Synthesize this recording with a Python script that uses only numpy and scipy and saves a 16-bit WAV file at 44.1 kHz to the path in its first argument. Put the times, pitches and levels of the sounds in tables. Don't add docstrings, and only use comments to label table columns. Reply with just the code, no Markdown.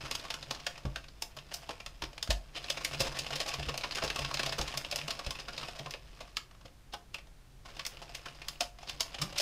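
import sys
import numpy as np
from scipy import signal
from scipy.fft import rfft, irfft, next_fast_len
from scipy.io import wavfile
from scipy.ndimage import map_coordinates

SR = 44100
rng = np.random.default_rng(int(sys.argv[2]) if len(sys.argv) > 2 else 0)


def wav_record(signal):
    frames = np.transpose(np.atleast_2d(signal))
    bounded = np.clip(frames, -1, 1)
    quanta = np.round(bounded * 32767).astype(np.int16)
    wavfile.write(sys.argv[1], SR, quanta)


N = 414981


def amp(db):
    return 10 ** (np.asarray(db) / 20)


def unit(x):
    return x / np.sqrt(np.mean(x ** 2) + 1e-20)


def unit_energy(x):
    return x / np.sqrt(np.sum(x ** 2) + 1e-20)


def along(points, hz):
    point_hz, values = np.transpose(points)
    return np.interp(np.log(hz + 1), np.log(point_hz + 1), values)


def curve(rows):
    return np.interp(np.arange(N) / SR, *np.transpose(rows))


def wobble(rate):
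    knots = np.clip(rng.standard_normal(int(N * rate / SR) + 4), -2, 2)
    return map_coordinates(knots, [np.arange(N) * rate / SR])


def filtered(x, response):
    size = next_fast_len(x.shape[-1] + 8192)
    spectrum = rfft(x, size) * response(np.fft.rfftfreq(size, 1 / SR))
    return irfft(spectrum, size)[..., :x.shape[-1]]


def noise(spectrum, size):
    return unit(filtered(rng.standard_normal(size), lambda hz: amp(along(spectrum, hz))))


def band(x, edges_hz, kind, order=3):
    return signal.sosfilt(signal.butter(order, edges_hz, kind, fs=SR, output="sos"), x)


def ring(modes, t, scatter_db):
    hz, db, t60 = np.transpose(modes)[:, :, None]
    strength = amp(db + scatter_db * rng.standard_normal(hz.shape))
    gain = strength * rng.choice([-1, 1], hz.shape)
    sound = np.sum(gain * amp(-60 * t / t60) * np.sin(2 * np.pi * hz * t), axis=0)
    return sound / np.abs(sound).max()


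def add(track, s, sound):
    start = round(s * SR)
    sound = sound[max(-start, 0):]
    part = track[max(start, 0):][:len(sound)]
    part += sound[:len(part)]


# (density per Hz, shape only)
PLASTIC_COLOUR = [(200, 0.5), (350, -5), (560, -3.5), (900, -4), (1400, -2), (2000, -4.5), (2700, 0),
                  (4000, -6), (5200, -9), (6500, -12.5), (9000, -18.5), (15000, -29.5)]


def plastic(blows, t60):
    kept = 10 ** (-6 / (t60 * SR))
    energy = signal.lfilter([1], [1, -kept], blows)
    return np.sqrt(energy) * noise(PLASTIC_COLOUR, len(blows))


def struck_part(x, hz, sharpness, gain_db):
    peak = signal.iirpeak(np.clip(hz, 300, 7000), sharpness, SR)
    return x + amp(gain_db) * signal.lfilter(*peak, x)


def contact(t, length):
    slip_rate, catch_size = 1100, 1.7
    click_s, lead_s, rebound_s = 0.0015, 0.0017, 0.011
    lead_db, rebound_db = -13, -14
    slips = rng.exponential(1, len(t)) * (rng.random(len(t)) < slip_rate / SR)
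    catch = np.arange(len(t)) == np.searchsorted(t, 0)
    scrape = (slips + catch_size * catch) * (t >= 0) * (t <= length)
    lead = slips * (t < 0) * np.exp(-np.abs(t) / lead_s)
    landings = length + rebound_s * np.cumsum(rng.random(size=3))
    rebound = sum(.5 ** k * (np.arange(len(t)) == np.searchsorted(t, s)) for k, s in enumerate(landings))
    click = np.exp(-length / click_s)
    sliding = max(1 - 2 * click, 0) ** 2
    blow = click * catch + (1 - click) * scrape / scrape.sum()
    slide_in = sliding * amp(lead_db) ** 2 * lead / (lead.sum() + 1e-9)
    return blow + slide_in + amp(rebound_db) ** 2 * rebound


# t/s, level/dB (before each user's trim)
RING_FRICTION = [(0, -45), (0.45, -49.5), (0.63, -50.5), (1.1, -61.5), (1.42, -60), (1.58, -53.5),
                 (1.97, -59.5), (2.24, -58), (2.53, -61), (2.55, -50), (3.05, -40), (3.25, -43),
                 (3.85, -45), (4.45, -42), (4.72, -44.5), (5.45, -48.5), (5.63, -45.5), (5.9, -51.5),
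                 (6, -58.5), (6.25, -54.5), (6.45, -71), (6.78, -80), (7.62, -84), (7.67, -53),
                 (8.52, -53.5), (8.75, -67), (8.83, -53), (9.25, -47.5), (9.41, -49)]
# lower edge f/Hz, upper edge f/Hz, level/dB (relative)
TOOTH_BANDS = [(256, 904, -8), (900, 2200, -5.5), (2100, 3580, -3.5), (3500, 6030, -7.5),
               (6200, 21600, -11.5)]


def gears(trim_db=-6):
    tick_rate, spread_db, tick_t60 = 240, 3, 0.028
    gaps = 2 * rng.random(N * tick_rate // SR * 2) * SR / tick_rate
    at = np.cumsum(gaps).astype(int)
    at = at[at < N]
    force = rng.standard_normal(len(at))
    chatter = np.zeros(N)
    for low_hz, high_hz, db in TOOTH_BANDS:
        own_force = np.clip(force + rng.standard_normal(len(at)), -2, 2)
        blows = np.zeros(N)
        blows[at] = amp(spread_db * own_force) ** 2
        chatter += amp(db) * unit(band(plastic(blows, tick_t60), [low_hz, high_hz], "bandpass"))
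    return amp(curve(RING_FRICTION) + trim_db) * unit(chatter)


# f/Hz, level/dB (shape only)
DRONE_COLOUR = [(25, 5), (50, 5), (90, 4), (112, -30), (140, 12), (185, -11), (300, -2.5), (500, -24),
                (1000, -79)]
# t/s of the peak, level/dB
BOOM_SURGES = [(0.52, -55), (1.38, -55), (2.74, -52), (2.95, -49), (3.1, -44), (3.2, -49), (3.34, -47.5),
               (3.61, -42.5), (3.72, -45.5), (4.25, -45), (4.35, -49), (4.47, -45), (4.78, -48),
               (5.06, -46.5), (5.65, -54), (5.86, -48)]


def drone(base_hz=139, waver_hz=6, surge_s=0.046, rumble_db=-53):
    t = np.arange(N) / SR
    surge_power = sum(amp(db) ** 2 * np.exp(-2 * ((t - s) / surge_s) ** 2) for s, db in BOOM_SURGES)
    pitch = base_hz + waver_hz * wobble(rate=40)
    boom = unit(np.sin(2 * np.pi * np.cumsum(pitch) / SR))
    load = amp(curve(RING_FRICTION) + 44)
    return np.sqrt(surge_power) * boom + amp(rumble_db) * load * noise(DRONE_COLOUR, N)


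# f/Hz, level/dB (shape only)
AIR_COLOUR = [(20, -9), (46, -2.5), (70, -15.5), (110, -16), (135, -14), (220, -25.5), (400, -27.5),
              (750, -32), (5000, -39.5), (13000, -48.5), (16000, -53)]


def air(level_db=-55):
    return amp(level_db) * noise(AIR_COLOUR, N)


# t/s, level/dB (before the trim), centre of its colour f/Hz
NEEDLE_TICKS = [(0.013, -44.5, 3090), (0.196, -44.5, 3700), (0.427, -41.5, 3880), (0.548, -43, 3900),
                (0.599, -47.5, 4300), (0.757, -47.5, 2470), (0.778, -46, 700), (0.853, -43.5, 1120),
                (1.041, -49.5, 2470), (1.084, -51.5, 4530), (1.631, -51, 700), (1.732, -52, 450),
                (1.802, -42.5, 2530), (2.131, -51.5, 457), (2.179, -41.5, 2400), (2.275, -43, 450),
                (2.642, -40.5, 4070), (2.682, -41, 2810), (2.809, -44, 1100), (3.264, -36.5, 2720),
                (3.305, -37.5, 676), (3.461, -38.5, 696), (3.515, -39.5, 2700), (3.596, -39, 706),
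                (3.627, -37.5, 3220), (3.661, -46, 1100), (3.742, -38, 694), (3.81, -40.5, 4300),
                (3.91, -37, 4000), (3.922, -38, 4270), (3.984, -33.5, 1510), (4.078, -36.5, 4100),
                (4.312, -36.5, 1070), (4.372, -35, 4000), (4.493, -36.5, 4600), (4.726, -42.5, 2720),
                (4.74, -38.5, 1080), (4.812, -45.5, 1810), (4.847, -36.5, 3070), (4.987, -36.5, 2990),
                (5.014, -37.5, 2700), (5.192, -37.5, 1120), (5.246, -46, 5000), (5.351, -41.5, 2700),
                (5.388, -42, 2680), (5.398, -42.5, 5040), (5.532, -46.5, 5000), (5.565, -48, 4270),
                (5.578, -36.5, 3900), (5.612, -43, 4270), (5.684, -40.5, 684), (6.276, -56, 1100),
                (6.511, -56.5, 1190), (6.547, -59.5, 1100), (6.611, -57.5, 1100), (6.68, -59, 3000),
                (6.925, -51, 4000), (7.184, -47, 2500), (7.27, -59.5, 700), (7.767, -46, 330),
                (7.971, -48.5, 2820), (8.093, -49, 704), (8.284, -45.5, 2920), (8.418, -42.5, 2520),
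                (8.557, -52, 2700), (8.787, -50.5, 700), (8.83, -46, 770), (8.873, -47, 4710),
                (8.885, -43, 4000), (8.998, -43, 4860), (9.145, -38, 3040), (9.185, -40, 3190),
                (9.325, -46, 457)]
# lower edge f/Hz, upper edge f/Hz
LIGHT_BAND = [280, 15000]


def ticks(trim_db=-1, slide_s=0.0037, t60=0.03, ring_db=6, sharpness=4, size=4096):
    out = np.zeros(N)
    t = (np.arange(size) - size // 5) / SR
    for s, db, hz in NEEDLE_TICKS:
        sound = struck_part(plastic(contact(t, slide_s), t60), hz, sharpness, ring_db)
        sound = band(sound, LIGHT_BAND, "bandpass", order=2)
        loudness = amp(db + trim_db) * np.sqrt(SR * 2 * slide_s)
        add(out, s + t[0], loudness * unit_energy(sound))
    return out


# t/s, level/dB (before the trim), length/s, centre of its colour f/Hz
NEEDLE_RUBS = [(0.035, -46, 0.037, 1210), (0.236, -49, 0.031, 1030), (1.383, -46.5, 0.0086, 3400),
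               (1.509, -46.5, 0.018, 1750), (1.705, -42.5, 0.0074, 490), (2.547, -41.5, 0.039, 3060),
               (2.763, -40.5, 0.019, 2530), (2.924, -41.5, 0.029, 2720), (3.04, -40.5, 0.043, 450),
               (3.146, -43, 0.034, 1820), (3.322, -38, 0.016, 2950), (4.206, -43, 0.027, 770),
               (5.754, -51, 0.015, 348), (6.202, -46, 0.013, 686), (6.648, -53, 0.013, 513),
               (7.648, -52.5, 0.019, 995), (8.016, -47.5, 0.016, 880), (9.353, -43, 0.028, 2900)]


def rubs(trim_db=-1, t60=0.041, size=4096):
    slip_rate, sharpness, ring_db = 900, 4, 4
    out, t = np.zeros(N), np.arange(size) / SR
    for s, db, length, hz in NEEDLE_RUBS:
        slips = rng.exponential(1, size) * (rng.random(size) < slip_rate / SR)
        slips[round(length * SR / 2)] += 1
        pressure = np.abs(np.sin(np.pi * np.minimum(t / length, 1)))
        sound = struck_part(plastic(slips * pressure, t60), hz, sharpness, ring_db)
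        sound = band(sound, LIGHT_BAND, "bandpass", order=2)
        loudness = amp(db + trim_db) * np.sqrt(SR * (length + t60 / 10))
        add(out, s, loudness * unit_energy(sound))
    return out


# t/s, level/dB, hollow base level/dB (relative to the first)
HOUSING_THUMPS = [(0.036, -49, 10.5), (0.851, -32.5, 0), (2.025, -41, -3), (2.292, -27, -5),
                  (3.003, -39, 7.5), (3.085, -39, -7), (3.586, -39, 0.5), (3.668, -37.5, -4),
                  (4.037, -39, -1), (4.187, -43, 2), (4.597, -32.5, -1.5), (5.27, -32.5, -5.5),
                  (5.8, -56, 16.5), (6.648, -59, 10), (9.218, -46, 8.5)]
# f/Hz, level/dB (relative), t60/s
DESK_MODES = [(45.2, -3, 0.25), (51.6, -2, 0.27), (73, 1, 0.14)]
# f/Hz, level/dB (relative), t60/s
BASE_MODES = [(100, -0.5, 0.14), (137.5, 8.5, 0.24), (190, 5.5, 0.049), (317.8, -2.5, 0.21)]


def thumps(attack_s=0.0007, desk_db=1, knock_db=-10, knock_t60=0.17):
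    out, t = np.zeros(N), np.arange(SR // 2) / SR
    for s, db, hollow in HOUSING_THUMPS:
        desk = amp(desk_db) * ring(DESK_MODES, t, scatter_db=2.0)
        base = ring(BASE_MODES, t, scatter_db=3.0)
        dull = unit(band(rng.standard_normal(len(t)), [150, 650], "bandpass", order=2))
        knock = amp(knock_db - 60 * t / knock_t60) * dull
        thump = desk + amp(hollow) * (base + knock)
        add(out, s, amp(db) * thump * (1 - np.exp(-t / attack_s)))
    return out


# t/s, level/dB (middle band, over 10 ms),
# body level/dB and snap level/dB (relative to it), scrape length/s, note of the struck part f/Hz
LOUD_CLACKS = [(0.1115, -35, -8, -6, 0.0018, 1110), (0.151, -36.5, -11, -5, 0.0034, 950),
               (0.303, -36, -10.0, -9, 0.0033, 877), (0.34, -40, -8, -6.5, 0.0018, 1410.0),
               (0.5089, -36.5, -4, -6.5, 0.0028, 830.0), (0.666, -34, -5.5, -8, 0.0031, 1780.0),
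               (0.9594, -38.5, -4, -12, 0.0033, 1590), (1.222, -39.5, -7, 1, 0.0026, 900),
               (1.367, -49, 0.5, -5.5, 0.0045, 614), (1.54, -42, -13, 2, 0.0075, 704),
               (1.691, -43, 3, -10, 0.0052, 844), (1.862, -42.5, -8, -8, 0.0013, 1354),
               (2.0212, -39, -2, -10.5, 0.004, 930), (2.037, -41, -6, -11, 0.0067, 325),
               (2.227, -36.5, -12.5, -4, 0.0015, 1480.0), (2.304, -29.5, -6.5, -6.5, 0.0078, 639),
               (2.7, -31, -12, -6.5, 0.0024, 577), (2.8476, -31.5, -17, -4.5, 0.0026, 2100.0),
               (3.004, -30, -5, -3.5, 0.015, 543), (3.189, -35, -14.5, -4.5, 0.005, 570.0),
               (3.356, -37.5, -8, -5, 0.0087, 566), (3.402, -32.5, -7, -8, 0.014, 588),
               (3.479, -36.5, -7, -5.5, 0.014, 1130), (3.538, -36.5, -8.5, -8.5, 0.0058, 1090.0),
               (3.687, -35.5, -2, -12.5, 0.0071, 487), (3.7766, -39, -10, -3, 0.0017, 663),
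               (3.836, -34, -4.5, -18, 0.0095, 1033), (3.95, -37, -11, -6.0, 0.0084, 2100.0),
               (3.969, -38, -4, -12, 0.0053, 1590.0), (4.022, -37.5, 0.5, -17, 0.0041, 520),
               (4.037, -36.5, 0, -4.5, 0.013, 448), (4.101, -33.5, -10, -13, 0.0055, 1660),
               (4.1604, -37.0, -2.5, -8, 0.0014, 1112), (4.19, -36.5, -4.5, -8, 0.0082, 627),
               (4.247, -35, -9.5, -15.5, 0.0045, 1095), (4.342, -36.0, -9, -6, 0.0043, 580),
               (4.394, -31.5, -5, -12, 0.0074, 1785), (4.432, -35, -5.5, -9, 0.0026, 1115),
               (4.462, -35, -6.5, -8, 0.0052, 654), (4.523, -36, -5.5, -9.5, 0.0099, 1770),
               (4.583, -37.5, 1, -4.5, 0.0084, 490), (4.613, -37, -6.0, -5, 0.0071, 830.0),
               (4.677, -39, -11, -10.5, 0.0055, 1070), (4.774, -37.5, -9, -0.5, 0.004, 640),
               (4.9125, -39.5, -21, -4, 0.0014, 600.0), (4.924, -36.5, -6, -14, 0.0043, 589),
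               (4.959, -36.5, -11, -1, 0.00076, 693), (5.08, -38, -4.5, -8.5, 0.0042, 662),
               (5.106, -34.5, -12, -7.5, 0.0039, 1120.0), (5.264, -41, -7, -8.5, 0.0029, 590),
               (5.307, -39, -7.5, -5, 0.0018, 1037), (5.483, -43, 0.5, -11, 0.0086, 1514),
               (5.629, -42.5, -0.5, -14, 0.0061, 994), (5.79, -43, -6.5, -10, 0.0048, 610.0),
               (5.86, -45.5, 2.5, -12, 0.0028, 1040.0), (5.908, -45.5, -26, -2.5, 0.0014, 2100.0),
               (5.938, -40.5, -6.5, -16.5, 0.0012, 580), (6.3686, -32.5, -10, -10.0, 0.0017, 1300),
               (6.936, -42, 0, -8.5, 0.006, 790), (7.1434, -38, -9.5, -12.5, 0.0041, 2750),
               (7.7934, -38.5, -9, -15, 0.0041, 1122), (7.851, -40.5, -15, -8, 0.002, 2100.0),
               (7.865, -42.5, -8.5, 3, 0.0034, 2100.0), (8.148, -41, -14, -5, 0.0045, 2100.0),
               (8.258, -44, 0, -12, 0.0051, 1500), (8.484, -39, -13.5, -2.5, 0.0014, 1120),
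               (8.607, -31, -5, -5, 0.003, 695), (8.894, -37.5, -12, -9, 0.0041, 1046),
               (9.0062, -32, -10.5, -2.5, 0.0026, 1000), (9.216, -34.0, -6, -3, 0.011, 1260),
               (9.38, -31.5, -21, -3.5, 0.01, 575), (9.399, -31.5, -7.5, -3, 0.016, 566)]


def needles(body_t60=0.061, middle_t60=0.034, snap_t60=0.027, ring_t60=0.081, ring_db=-6, size=4096):
    note_db, note_sharpness = 4, 6
    stiff_hz, db_per_octave = 5000, 19
    hard_db = 6
    out = np.zeros(N)
    t = (np.arange(size) - size // 5) / SR
    since = np.maximum(t, 0)
    for s, db, body, snap, length, hz in LOUD_CLACKS:
        blows = contact(t, length)
        deep = struck_part(plastic(blows, body_t60), hz, note_sharpness, note_db)
        tone = np.sin(2 * np.pi * hz * since) * amp(-60 * since / ring_t60)
        low = unit_energy(band(deep, [250, 1500], "bandpass")) + amp(ring_db) * unit_energy(tone)
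        peak_hz = stiff_hz * 2 ** (snap / db_per_octave)
        stiff = struck_part(plastic(blows, middle_t60), peak_hz, sharpness=1.15, gain_db=10)
        middle = band(struck_part(stiff, hz, note_sharpness, note_db), [1500, 6000], "bandpass")
        bright = band(plastic(blows, snap_t60), 5290, "highpass", order=5)
        top = band(plastic(blows, snap_t60), 11000, "highpass")
        high = unit_energy(bright) + amp(snap - hard_db) * unit_energy(top)
        parts = [(body, low), (0, middle), (snap, high)]
        hit = sum(amp(level) * unit_energy(part) for level, part in parts)
        add(out, s + t[0], amp(db) * np.sqrt(SR / 100) * hit)
    return out


# f/Hz, width/Hz, level/dB (before the trim)
SHELL_MODES = [(557, 117, 0.5), (665.6, 14, 7), (705, 10, 8.5), (840, 150, -4.5), (1097, 62, 1),
               (1816, 49, -4), (2530, 80, -13), (3570, 36, -3.5), (4190, 360, -8.5), (5084, 620, 4.5),
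               (6490, 810, -6)]


def housing(x, trim_db=-2):
    def resonances(f):
        return sum(amp(db) * 1j * f * width / (centre * centre - f * f + 1j * f * width)
                   for centre, width, db in SHELL_MODES)

    return filtered(x, lambda f: 1 + amp(trim_db) * resonances(f))


# f/Hz, t60/s
ROOM_DECAY = [(200, 0.32), (1000, 0.28), (4000, 0.17), (12000, 0.26)]


def room(x, wet_db=-9, delay_s=.006, size=8192):
    out = np.zeros(N)
    for start in range(0, N, size):
        hz, t, grains = signal.stft(rng.standard_normal(SR // 3), SR, nperseg=128)
        decay = amp(-60 * t / along(ROOM_DECAY, hz)[:, None])
        tail = signal.istft(grains * decay, SR, nperseg=128)[1]
        echo = signal.fftconvolve(x[start:start + size], unit_energy(tail))
        add(out, start / SR + delay_s, echo)
    return amp(wet_db) * out


# t/s, pitch f/Hz, level/dB
GROAN_GLIDE = [(9.195, 145.5, -50), (9.23, 151, -37), (9.26, 186, -50), (9.3, 180, -59), (9.345, 148, -71)]


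def groan(overtone_db=-13, waver_hz=9):
    s, hz, db = np.transpose(GROAN_GLIDE)
    t = np.arange(N) / SR
    waver = waver_hz * unit(band(rng.standard_normal(N), 36, "lowpass"))
    phase = 2 * np.pi * np.cumsum(np.interp(t, s, hz) + waver) / SR
    tone = unit(np.sin(phase) + amp(overtone_db) * np.sin(2 * phase))
    sounding = (t > s[0]) * (t < s[-1])
    return amp(np.interp(t, s, db)) * sounding * tone


def scene():
    inside = gears() + ticks() + rubs() + needles()
    machine = housing(inside) + thumps() + groan()
    return (machine + room(machine) + drone() + air())[None]


def record(dry):
    return filtered(dry, lambda hz: hz < 15600)


dry = scene()
out = record(dry)
wav_record(out)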